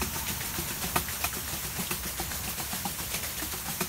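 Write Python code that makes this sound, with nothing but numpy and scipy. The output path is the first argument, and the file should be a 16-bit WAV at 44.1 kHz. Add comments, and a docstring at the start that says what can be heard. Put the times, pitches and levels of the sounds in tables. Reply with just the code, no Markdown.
"""At a stream, a wooden waterwheel turns in front of one microphone, about seven knocks a second.
Paddles slap the water (pitched noise), throw bursts of spray (swelling hiss and tiny decaying tones)
and thud through the wheel's timber (ringing modes and a noisy clack); about one knock in seven is hard.
Under it the stream hisses and rumbles (coloured noise), and the wash hums faintly at first."""
import sys
import numpy as np
from scipy import signal
from scipy.fft import rfft, irfft, next_fast_len
from scipy.io import wavfile
from scipy.ndimage import uniform_filter1d

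SR = 44100
rng = np.random.default_rng(int(sys.argv[2]) if len(sys.argv) > 2 else 0)


def file_out(sig):
    """Save sig as 16-bit WAV at sys.argv[1]."""
    # one column per channel
    cols = np.atleast_2d(sig).T
    # limit, then scale
    lim = np.clip(cols, -1, 1)
    pcm = np.round(lim * 32767).astype(np.int16)
    wavfile.write(sys.argv[1], SR, pcm)


N = 171108  # samples

# Steady hiss of the stream. Each row: frequency in Hz, relative level in dB.
STREAM_SPECTRUM = [(120, -25), (200, -2), (283, -9.5), (498, -11), (1020, -4.5), (4880, -11), (5860, -6.5),
                   (10500, -9.5), (12600, -7), (15700, -7)]
# Low rumble of the stream. Each row: frequency in Hz, relative level in dB.
RUMBLE_SPECTRUM = [(25, -35), (45, -11), (56, -7), (62, 4), (70, -1.5), (79, 0), (100, -7), (170, -8),
                   (280, -19.5), (400, -22), (520, -40)]
# Loudness of the hiss. Each row: time in seconds, rms level in dB.
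STREAM_LEVEL = [(0.0, -35), (0.82, -35.5), (1.21, -35.5), (2.03, -38), (3.63, -38), (3.88, -38)]
# Loudness of the rumble. Each row: time in seconds, rms level in dB.
RUMBLE_LEVEL = [(0.05, -39.5), (0.16, -40), (2.15, -44), (2.27, -39.5), (2.62, -44), (3.88, -46)]
# Loudness of the wash's hum. Each row: time in seconds, level in dB.
HUM_LEVEL = [(0, -60), (.15, -49.5), (.6, -53), (.9, -55), (1.3, -69)]
# Spray thrown by each paddle. Each row: start in seconds, level in dB before the common gain,
# rise in seconds, 60 dB decay in seconds, level of the top treble over the body in dB.
SPRAY_BURSTS = [(0.0105, -18, 0.014, 0.2, -9), (0.1244, -25.5, 0.022, 0.45, -6),
                (0.1694, -23.5, 0.016, 0.28, -0.5), (0.2714, -20.5, 0.023, 0.36, -3),
                (0.3944, -24.5, 0.019, 0.42, -10), (0.4444, -26, 0.015, 0.31, 2.5),
                (0.5444, -24.5, 0.019, 0.41, -4), (0.5774, -24, 0.02, 0.3, -0.5),
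                (0.6674, -23, 0.022, 0.62, -8), (0.8034, -22, 0.029, 0.71, -4),
                (0.953, -17, 0.012, 0.25, 2), (1.0744, -27.5, 0.025, 0.45, 1.5),
                (1.1144, -25.5, 0.019, 0.4, -2.5), (1.1994, -23.5, 0.018, 0.34, -9),
                (1.236, -17, 0.009, 0.19, 1), (1.3294, -24.5, 0.015, 0.64, -0.5),
                (1.4714, -24.5, 0.013, 0.51, -7), (1.5144, -25.5, 0.025, 0.75, -1),
                (1.6144, -27, 0.039, 0.64, -0.5), (1.7474, -26, 0.023, 0.53, -4),
                (1.7844, -22.5, 0.023, 0.49, -0.5), (1.903, -21, 0.01, 0.44, 1),
                (2.0244, -26, 0.019, 0.45, -6), (2.0614, -24, 0.015, 0.42, 1.5),
                (2.1674, -22, 0.033, 0.52, -3), (2.2944, -23.5, 0.028, 0.55, -13),
                (2.3414, -27.5, 0.013, 0.45, 4), (2.4294, -24, 0.015, 0.45, -7),
                (2.4734, -26, 0.023, 0.37, 4), (2.562, -23.5, 0.034, 1, -1.5),
                (2.6894, -24, 0.043, 0.31, -8), (2.7244, -25, 0.035, 0.61, 0),
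                (2.8454, -23.5, 0.016, 0.7, -1.5), (2.9744, -25, 0.025, 0.87, 1),
                (3.0944, -24.5, 0.023, 0.37, -4), (3.133, -18.5, 0.012, 0.29, -3.5),
                (3.2214, -23.5, 0.019, 0.86, -1), (3.3674, -23, 0.017, 0.26, -2),
                (3.4144, -23.5, 0.013, 0.45, 0.5), (3.5054, -24.5, 0.019, 0.39, 2),
                (3.5694, -27.5, 0.014, 0.35, -1), (3.6494, -25, 0.012, 0.55, -7),
                (3.6834, -26.5, 0.02, 0.78, 3.5), (3.8, -18.5, 0.013, 0.23, -1.5)]
# Colour of the spray's hiss. Each row: frequency in Hz, relative level in dB.
SPRAY_SPECTRUM = [(290, -7.5), (500, -3.5), (738, -5), (1120, -6), (1240, -9), (1660, -5), (4880, -3.5),
                  (12500, -2), (15700, -7.5)]
# Knocks in the timber. Each row: start in seconds, level in dB before the common gain,
# thud, board and knock pitches in Hz, then levels over the thud in dB of the board mode,
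# the knock modes, the modes of 0.9-1.7 kHz and those above.
KNOCK_BLOWS = [(0.014, -26, 208, 374, 739, 5, -9, -5, -3.5), (0.157, -33.5, 173, 354, 780, 5, -4, -2, -15),
               (0.299, -33.5, 162, 341, 740, 4, -14, -15, -16),
               (0.43, -36.5, 201, 335, 784, 2.5, -5, -10, -9),
               (0.582, -31, 177, 346, 740, 9.5, -8, -11, -10), (0.704, -33, 181, 347, 740, 4, -10, -8, -4),
               (0.838, -29, 181, 390, 732, 2.5, -7, -15, -8), (0.957, -24, 198, 355, 725, 6, 1, 5.5, 3),
               (1.24, -33.5, 144, 305, 710, -2, 8, 6.5, 10), (1.366, -35, 205, 366, 740, 3.5, -12, -14, -9),
               (1.53, -34, 169, 332, 800, 2.5, -3.5, -14, -16),
               (1.646, -37, 175, 370, 740, 6, -13, -13, -2),
               (1.785, -26.5, 185, 390, 763, -1.5, -7, -19, -11),
               (1.908, -27, 187, 358, 767, 1.5, -13, -3.5, 0.5),
               (2.051, -31.5, 185.6, 348, 740, 0.5, -14, -12, -17),
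               (2.195, -33, 161, 348, 780, 8, 0, -9, -16), (2.474, -33, 182, 340, 770, 1, -3, -12, -11),
               (2.597, -36, 170, 337, 744, 7, 2.5, -1, -4), (2.729, -29, 184, 386, 735, -4, -5, -9, -14),
               (2.851, -28, 188.4, 354, 820, 2, 2, -10, -8), (2.999, -35.5, 171, 342, 725, 3, -12, -9, -9),
               (3.137, -29.5, 167, 386, 680, -6, -5.5, -6.5, -9),
               (3.418, -33.5, 191, 317, 673, 9.5, -4, -10, -9), (3.535, -34, 148, 368, 790, 9, -3, -10, -9),
               (3.68, -27.5, 171, 330, 800, -10, -4.5, -7, -18),
               (3.805, -26, 189, 370, 706, 6, -4, -3.5, -1)]
# Modes of the wheel's timber. Each row: untuned frequency in Hz, relative level in dB, 60 dB decay in seconds.
TIMBER_MODES = [(148.2, -5.5, 0.23), (178.2, 2, 0.15), (226.6, -5.5, 0.18), (352, -4, 0.14),
                (737, 7, 0.062), (844, 6.5, 0.029), (912, 5, 0.047), (1040, 2.5, 0.038), (1225, 4, 0.058),
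                (1322, -2, 0.097), (1515, -0.5, 0.062), (1906, -2, 0.058), (2270, -1.5, 0.051),
                (2570, 9.5, 0.032)]
# Paddles slapping the water. Each row: start in seconds, level in dB before the common gain,
# centre in Hz, 60 dB decay in seconds, bandwidth as a fraction of the centre.
PADDLE_SLAPS = [(0.1344, -29.5, 2050, 0.11, 0.6), (0.2648, -23, 2670, 0.14, 0.8),
                (0.2805, -23.5, 1890, 0.07, 0.59), (0.4027, -25, 1970, 0.098, 0.58),
                (0.539, -25, 1470, 0.16, 0.97), (0.7008, -32, 1500, 0.25, 0.6),
                (0.8294, -29, 1310, 0.07, 1), (1.084, -27, 1830, 0.12, 0.39),
                (1.325, -32, 1340, 0.22, 0.68), (1.4765, -29.5, 1750, 0.082, 0.52),
                (1.6273, -31, 1210, 0.15, 0.65), (1.749, -33, 1530, 0.13, 0.6),
                (1.8694, -26, 3150, 0.087, 0.49), (2.03, -32, 1430, 0.15, 0.53),
                (2.0646, -29, 2900, 0.13, 0.6), (2.167, -34, 1740, 0.15, 0.6),
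                (2.3057, -30, 1540, 0.11, 0.6), (2.472, -32.5, 2710, 0.19, 0.33),
                (2.9818, -28.5, 1220, 0.13, 0.8), (3.1413, -26, 2250, 0.16, 0.35),
                (3.2252, -27, 2150, 0.19, 0.67), (3.3674, -34, 2460, 0.15, 0.6),
                (3.395, -25.5, 1800, 0.064, 0.22), (3.419, -33, 1360, 0.11, 0.6),
                (3.5232, -26.5, 1270, 0.13, 0.5), (3.681, -31, 2280, 0.18, 0.95)]
# Treble dips of the microphone. Each row: centre in Hz, width in Hz, depth from 0 to 1.
MICROPHONE_DIPS = [(4880, 110, 0.52), (7660, 320, 0.44), (10450, 390, 0.49)]

HUM_HZ, HUM_WIDTH_HZ = 909, 60
SPRAY_DB, SPLIT_HZ = -9.5, 9400  # common gain; where the top treble takes over from the body
DROPS_DB, DROP_HZ, DROP_CYCLES = -51, 4430, 1.8  # level, median pitch, cycles to fall by exp(-pi)
DROP_SPREAD_DB, DROP_TOP_DB = 4, 12  # mean of the exponential spread of drop levels, and its cap
THUD_HZ, BOARD_HZ, KNOCK_HZ = 178, 355, 740  # pitches at which the timber's modes stay untuned
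CONTACT_S, LOW_LAGS, STAGGER_S = 0.0026, 0.29, 0.00093  # blow length; low modes swell later; uneven starts
DETUNE, SCATTER_DB, RING_DB = 0.0075, 1.5, -3  # random spread of mode pitch and level; common gain
CLACK_DB, CLACK_T60_S = -6, 0.075  # noise of the contact
SLAP_DB, SLAP_RISE_S, CLUMP_DB = -9, 0.003, 6  # common gain, rise, unevenness of a slap's droplets
TOP_HZ = 15720  # band limit of the microphone


def amp(db):
    """Amplitude factor for a level in dB."""
    return 10 ** (np.asarray(db) / 20)


def unit(x):
    """Scale to an rms of 1."""
    return x / np.sqrt(np.mean(x ** 2) + 1e-20)


def curve(rows):
    """Interpolate time and value rows to one value per sample."""
    seconds, values = np.transpose(rows)
    return np.interp(np.arange(N) / SR, seconds, values)


def filtered(x, response):
    """Multiply the spectrum of x by a response of frequency."""
    m = next_fast_len(len(x) + 8192)
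    return irfft(rfft(x, m) * response(np.fft.rfftfreq(m, 1 / SR)), m)[:len(x)]


def rush(spectrum, patchy_db):
    """Rushing water: coloured noise of rms 1 with time-frequency patches of random gain."""
    z = signal.stft(rng.standard_normal(N + 512), nperseg=512)[2]
    patches = uniform_filter1d(rng.standard_normal(z.shape), size=8, axis=0)
    patches = uniform_filter1d(patches, size=6, axis=1)
    noise = signal.istft(z * amp(patchy_db * unit(patches)), nperseg=512)[1][:N]
    hz, db = np.transpose(spectrum)
    return unit(filtered(noise, lambda f: amp(np.interp(np.log(f + 1), np.log(hz), db, left=-60))))


def swell(t, rise, t60):
    """A smooth rise to 1, then an exponential decay."""
    rise = max(rise, 1e-3)
    onset = np.sin(np.pi / 2 * np.clip(t / rise, 0, 1))
    return onset * amp(-60 * np.maximum(t - rise, 0) / max(t60, 0.01))


def stream():
    """The stream's hiss and low rumble, two noises with slowly moving levels."""
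    hiss = amp(curve(STREAM_LEVEL)) * rush(STREAM_SPECTRUM, patchy_db=1.5)
    rumble = amp(curve(RUMBLE_LEVEL)) * rush(RUMBLE_SPECTRUM, patchy_db=0.16)
    return hiss + rumble


def hum():
    """The wash hums faintly at one pitch, a narrow band of noise, then loses it."""
    w = HUM_WIDTH_HZ
    band = filtered(rng.standard_normal(N), lambda f: w * w / (w * w + 4 * (f - HUM_HZ) ** 2))
    return amp(curve(HUM_LEVEL)) * unit(band)


def drops(count=9000):
    """Tiny bubbles at random times, each a sine that dies within a few cycles; rms 1."""
    draw = rng.random((count, 2))
    u = np.arange(128) / SR
    hz = np.clip(DROP_HZ * np.exp(0.65 * rng.standard_normal(count)), 600, 14000)[:, None]
    size = amp(np.minimum(-DROP_SPREAD_DB * np.log(1 - draw[:, 1:]), DROP_TOP_DB))
    pings = size * np.sin(2 * np.pi * hz * u) * np.exp(-np.pi * hz * u / DROP_CYCLES)
    at = (draw[:, :1] * N).astype(int) + np.arange(128)
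    return unit(np.bincount(at.ravel(), pings.ravel(), N + 128)[:N])


def spray():
    """Each paddle's water swells into hiss and tiny bubbles, then dies away."""
    t = np.arange(N) / SR
    powers = np.array([swell(t - start, rise, t60) ** 2 for start, _, rise, t60, _ in SPRAY_BURSTS])
    _, db, _, _, top_db = np.transpose(SPRAY_BURSTS)
    # overlapping bursts add in power
    flow = np.sqrt(amp(db) ** 2 @ powers)
    top_flow = np.sqrt(amp(db + top_db) ** 2 @ powers)
    fizz = drops()
    hiss = rush(SPRAY_SPECTRUM, patchy_db=1.5)
    body = filtered(hiss, lambda f: 1 / (1 + (f / SPLIT_HZ) ** 4))
    top = hiss - body
    return amp(SPRAY_DB) * (flow * body + top_flow * top) + amp(DROPS_DB) * unit(flow) * fizz


def knocks():
    """Blows ring the same timber, tuned by the board struck; hard ones reach the upper modes and clack."""
    out = np.zeros(N + SR)
    t = np.arange(SR // 3) / SR
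    hz, level, t60 = (column[:, None] for column in np.transpose(TIMBER_MODES))
    group = np.digitize(hz, [300, 500, 890, 1700])  # thud, board, knock, middle, above
    rise = CONTACT_S * (hz.max() / hz) ** LOW_LAGS
    for start, db, thud_hz, board_hz, knock_hz, board_db, *upper_db in KNOCK_BLOWS:
        z = rng.standard_normal((len(hz), 4))  # per mode: level, pitch, phase, delay
        group_db = np.array([0, board_db, *upper_db])[group]
        gain = amp(level + group_db + SCATTER_DB * z[:, :1] - 60 * t / t60)
        knock_ratio = knock_hz / KNOCK_HZ
        ratios = np.array([thud_hz / THUD_HZ, board_hz / BOARD_HZ, knock_ratio, 1, knock_ratio])
        tuned = hz * ratios[group] * (1 + DETUNE * z[:, 1:2])
        onset = np.clip((t - STAGGER_S * abs(z[:, 3:])) / rise, 0, 1)
        ring = (gain * np.sin(2 * np.pi * tuned * t + z[:, 2:3]) * onset).sum(axis=0)
        # the clack's noise follows the levels of the upper modes
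        colour = lambda f: amp(np.interp(f, [450, 800, 1300, 2500, 3000], [-40, *upper_db, -40]))
        clack = filtered(rng.standard_normal(len(t)), colour) * amp(CLACK_DB - 60 * t / CLACK_T60_S)
        blow = ring + clack * np.clip(t / CONTACT_S, 0, 1)
        out[round(start * SR):][:len(t)] += amp(db + RING_DB) * blow
    return out[:N]


def slaps():
    """Each slap is a short, spattering gush of noise resonating around its own pitch."""
    out = np.zeros(N + SR)
    t = np.arange(SR // 4) / SR
    for start, db, hz, t60, width in PADDLE_SLAPS:
        w = hz * max(width, 0.05)
        clumps = np.repeat(rng.standard_normal(len(t) // 64 + 1), 64)[:len(t)]
        spatter = amp(CLUMP_DB * clumps) * rng.standard_normal(len(t))
        band = lambda f: (f * w) ** 2 / ((hz * hz - f * f) ** 2 + (f * w) ** 2)
        gush = unit(filtered(spatter, band))
        out[round(start * SR):][:len(t)] += amp(db + SLAP_DB) * gush * swell(t, SLAP_RISE_S, t60)
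    return out[:N]


def scene():
    """Stream and wheel together, the same on both channels."""
    mono = stream() + hum() + spray() + knocks() + slaps()
    return np.tile(mono, (2, 1))


def record(dry):
    """One microphone with three dips in the treble, cut off above its band limit."""
    def mic(f):
        """Product of the dips, zero from the band limit up."""
        dips = [1 - depth / (1 + (2 * (f - hz) / w) ** 2) for hz, w, depth in MICROPHONE_DIPS]
        return np.prod(dips, axis=0) * (f < TOP_HZ)
    return np.array([filtered(channel, mic) for channel in dry])


dry = scene()
out = record(dry)
file_out(out)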